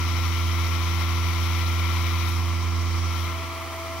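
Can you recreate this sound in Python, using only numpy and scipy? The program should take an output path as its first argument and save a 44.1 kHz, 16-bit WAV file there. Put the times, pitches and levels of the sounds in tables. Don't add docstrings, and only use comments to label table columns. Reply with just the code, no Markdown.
import sys
import numpy as np
from scipy import signal
from scipy.fft import rfft, irfft
from scipy.io import wavfile

SR = 44100
rng = np.random.default_rng(int(sys.argv[2]) if len(sys.argv) > 2 else 0)


def put_to_file(sound):
    columns = np.atleast_2d(sound).T
    safe = np.clip(columns, -1, 1)
    whole_steps = np.round(safe * 32767)
    wavfile.write(sys.argv[1], SR, whole_steps.astype(np.int16))


N = 176400
T = np.arange(N) / SR
HZ = np.fft.rfftfreq(N, 1 / SR)

# (frequency [Hz], relative level [dB])
RUSH_COLOUR = [(20, -18), (60, -20), (130, -10), (210, -27), (310, -5.5), (400, -7), (580, -12), (750, -6),
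               (870, -5), (1020, 1), (1200, 1), (1340, -4.5), (1410, -13.5), (1650, -10), (1840, -11.5),
               (1990, -2.5), (2350, -1.5), (2650, -10), (2950, -11.5), (3300, -7), (3700, -15.5),
               (4300, -18), (4900, -16), (5400, -20.5), (6700, -15.5), (7600, -25), (8000, -23),
               (9300, -29), (10100, -26.5), (13500, -24), (15500, -20.5)]
# (frequency [Hz], left-right likeness [0-1], left boost [dB])
RUSH_IMAGE = [(100, 1, -2), (450, 0.55, 0), (800, 0.93, -0.5), (1070, 0.98, 0), (1354, 0.82, 4.5),
              (1390, 0.38, 1.5), (1880, 0, 3.5), (2070, 0.89, -6.5), (2520, 0.44, -4), (2830, 0.25, -0.5),
              (3100, 0.82, 1), (3400, 0.68, -8), (4220, 0.36, 4.5), (5600, 0.45, -3), (7240, 0.45, -2),
              (9200, .3, 8.5), (10300, 0.15, 8.5), (12000, 0.4, -0.5), (14000, .3, -2), (15600, 0.2, -1)]
# (frequency [Hz], phase [rad])
LEFT_LEAD = [(20, -.5), (85, -.6), (255, -.8), (340, 0), (510, .5), (750, .25), (1000, .45), (1230, .3),
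             (1360, 1), (1550, -1), (2000, -.1), (2300, -.55), (2750, 0), (4000, -.3), (5000, -.8),
             (6500, -2.8), (8000, -1.4), (15000, -1.2)]
# (delay [ms], gain [ratio])
RIPPLE_TAPS = [(2.7, 0.043), (5.3, 0.095), (8.9, 0.12)]
# (frequency [Hz], relative level [dB])
ROAR_COLOUR = [(200, -42), (600, -20.5), (800, -24), (1000, -3.5), (1250, -11), (1420, 0.5), (1640, -20.5),
               (1850, -7.5), (2070, 2), (2400, 0.5), (2700, -7.5), (3100, -4), (3550, -5), (3950, -3.5),
               (4300, -13), (6000, -38), (16000, -61)]
# (time [s], level [dB])
ROAR_FADER = [(0, -1), (1.2, 0), (2.0, 0.7), (2.28, .5), (2.35, -6), (2.7, -11.5), (3.05, -13),
              (3.14, -4.5), (3.27, -3.5), (3.42, -9.5), (3.7, -18), (4, -19)]
# (frequency [Hz], width [Hz], level before the fader [dB])
GRILLE_MODES = [(3090, 180, -47), (3690, 60, -54.5), (4020, 46, -52.5), (3930, 160, -49), (4494, 76, -48.5),
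                (4920, 150, -49), (5260, 210, -45), (5640, 180, -44.5), (5945, 180, -46), (6310, 52, -53.5),
                (6940, 860, -51.5)]
# (time [s], level [dB])
GRILLE_FADER = [(0, 1), (2.25, 0.5), (2.5, -2), (3.05, -0.5), (3.25, -2), (3.4, -6), (3.65, -9), (4, -5.5)]
# (frequency [Hz], relative level [dB])
FIZZ_COLOUR = [(100, -40), (5500, -32), (7200, -6), (8200, -12), (9500, -9), (10600, 2.5), (11700, 0.5),
               (12500, 4), (13400, -5), (14200, 0.5), (15700, -2)]
# (time [s], level [dB])
FIZZ_FADER = [(0, -3.5), (.25, -0.5), (1.2, -.5), (2.2, .5), (2.33, 0), (2.55, -13), (3.07, -16),
              (3.14, -1.5), (3.25, -1), (3.36, -11), (4, -8)]
# (time [s], level [dB])
WHISTLE_SWELL = [(0, -60), (3.2, -59.5), (3.38, -46), (3.68, -45), (3.78, -41), (3.92, -40), (4, -43)]
# (frequency
# [Hz], width [Hz], level before the fader [dB], share of the hum fader [ratio])
BODY_MODES = [(55, 4, -54, .9), (85, 51, -48.5, 1), (110.3, 2.4, -51, 0.9), (177, 50, -51.5, 0.76),
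              (243, 80, -54, .95), (275, 4.2, -59, -.35), (428, 8, -65.5, 0.4)]
# (time [s], level [dB])
HUM_FADER = [(0, 0.5), (2.2, 1), (2.55, 0.7), (3.05, 1), (3.14, -2.5), (3.23, -2), (3.4, -7.5), (3.55, -13),
             (3.75, -14.5), (4, -13)]
# (time [s], speed [turns/s])
ROTOR_SPEED = [(0, 84.88), (.5, 84.7), (1.2, 84.78), (2.0, 84.97), (2.6, 84.8), (4, 84.76)]
# (order, rounded for pitch [cycles/turn], left base level [dB], right base level [dB],
# share of the hum fader [0-1], share of the roar fader on the left [0-1])
ROTOR_TONES = [(0.93, -26, -23.5, 0.9, 0.18), (2, -47.5, -45, 0.86, 0.27), (3, -52.5, -42.5, .7, 0.04),
               (3.7, -44.5, -43.5, 0.16, 0.13), (6, -54.5, -61, 0.2, 0.54), (7, -64, -65, 0.17, 0),
               (8, -58, -66, 0, 0), (12, -46.5, -52.5, 0, 0.07), (16, -38, -50, 0, 0.43),
               (44, -64, -72, 0, .6)]


def amp(db):
    return 10 ** (np.asarray(db) / 20)


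def curve(points):
    return np.interp(T, *np.transpose(points))


def spectrum(points, column=1):
    table = np.transpose(points)
    return np.interp(np.log(HZ + 1), np.log(table[0] + 1), table[column])


def coloured(white_spectrum, gain):
    x = irfft(white_spectrum * gain, N)
    return x / x.std()


def noise(gain):
    return coloured(rfft(rng.standard_normal(N)), gain)


def drift(rate_hz):
    return noise(1 / (1 + (HZ / rate_hz) ** 4))


def ring(hz, width_hz):
    return noise(1 / (1 + ((HZ - hz) / (width_hz * .78)) ** 2))


def tremble(depth, rate_hz=10.6):
    return 1 + depth * (drift(rate_hz) + 1j * drift(rate_hz))


def stereo(tone, hz):
    lead = np.interp(hz, *np.transpose(LEFT_LEAD))
    return np.array([tone * np.exp(1j * lead), tone]).real


def turbulence():
    shared, separate = rfft(rng.standard_normal((2, N)))
    likeness = np.clip(spectrum(RUSH_IMAGE), 0, 1)
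    left = likeness * shared + np.sqrt(1 - likeness ** 2) * separate
    return left * np.exp(1j * spectrum(LEFT_LEAD)), shared


def ripple(air, above_hz=2580):
    comb = sum(gain * np.exp(-2j * np.pi * HZ * ms / 1000) for ms, gain in RIPPLE_TAPS)
    return irfft(rfft(air) * (1 + comb * HZ ** 2 / (HZ ** 2 + above_hz ** 2)), N)


def duct_rush(left, right, right_db=-36.5):
    left_boost = amp(spectrum(RUSH_IMAGE, column=2))
    rush = irfft(np.array([left * left_boost, right]) * amp(spectrum(RUSH_COLOUR)), N)
    return rush / rush[1].std() * amp(right_db)


def intake_hiss(duct_spectrum, roar_db=-34.5, fizz_db=-42):
    roar = coloured(duct_spectrum, amp(spectrum(ROAR_COLOUR))) * amp(roar_db + curve(ROAR_FADER))
    grille = sum(ring(hz, width) * amp(db) for hz, width, db in GRILLE_MODES)
    fizz = noise(amp(spectrum(FIZZ_COLOUR))) * amp(fizz_db + curve(FIZZ_FADER))
    return roar + grille * amp(curve(GRILLE_FADER)) + fizz


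def air_spit(at_s=2.291, half_length_s=.011, db=-34.5, above_hz=4200):
    envelope = np.exp(-((T - at_s) / half_length_s) ** 2)
    return noise(HZ ** 2 / (HZ ** 2 + above_hz ** 2)) * amp(db) * envelope


def edge_whistle(hz=660.2, left_boost_db=2.5):
    tone = tremble(depth=.07) * np.exp(2j * np.pi * hz * T)
    return amp(curve(WHISTLE_SWELL)) * stereo(tone, hz) * amp([[left_boost_db], [0]])


def body_drones():
    hum_db = curve(HUM_FADER)
    return sum(stereo(signal.hilbert(ring(hz, width)), hz) * amp(db + hum_share * hum_db)
               for hz, width, db, hum_share in BODY_MODES)


def rotor_hum(blade_order=16, blade_tremble=.16):
    speed, hum_db, roar_db = curve(ROTOR_SPEED), curve(HUM_FADER), curve(ROAR_FADER)
    turns = np.cumsum(speed) / SR
    out = np.zeros((2, N))
    for order, left_db, right_db, hum_share, roar_share in ROTOR_TONES:
        waver = tremble(blade_tremble * np.sqrt(order / blade_order))
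        tone = waver * np.exp(2j * np.pi * (round(order) * turns + rng.random()))
        left, right = stereo(tone * amp(hum_share * hum_db), order * speed.mean())
        out += [left * amp(left_db + roar_share * roar_db), right * amp(right_db)]
    return out


def scene(flutter_db=.45, flutter_hz=22):
    left, right = turbulence()
    intake = np.outer([1, 0], intake_hiss(left) + air_spit())
    air = ripple(duct_rush(left, right) + intake)
    tones = np.sqrt(2) * (rotor_hum() + edge_whistle())
    drones = body_drones()
    flutter = amp(flutter_db * drift(flutter_hz))
    return air * flutter + drones + tones


def record(dry, cutoff_hz=15780):
    lowpass = signal.firwin(2047, cutoff_hz, window=("kaiser", 9), fs=SR)
    return signal.oaconvolve(dry, lowpass[None], "same")


dry = scene()
out = record(dry)
put_to_file(out)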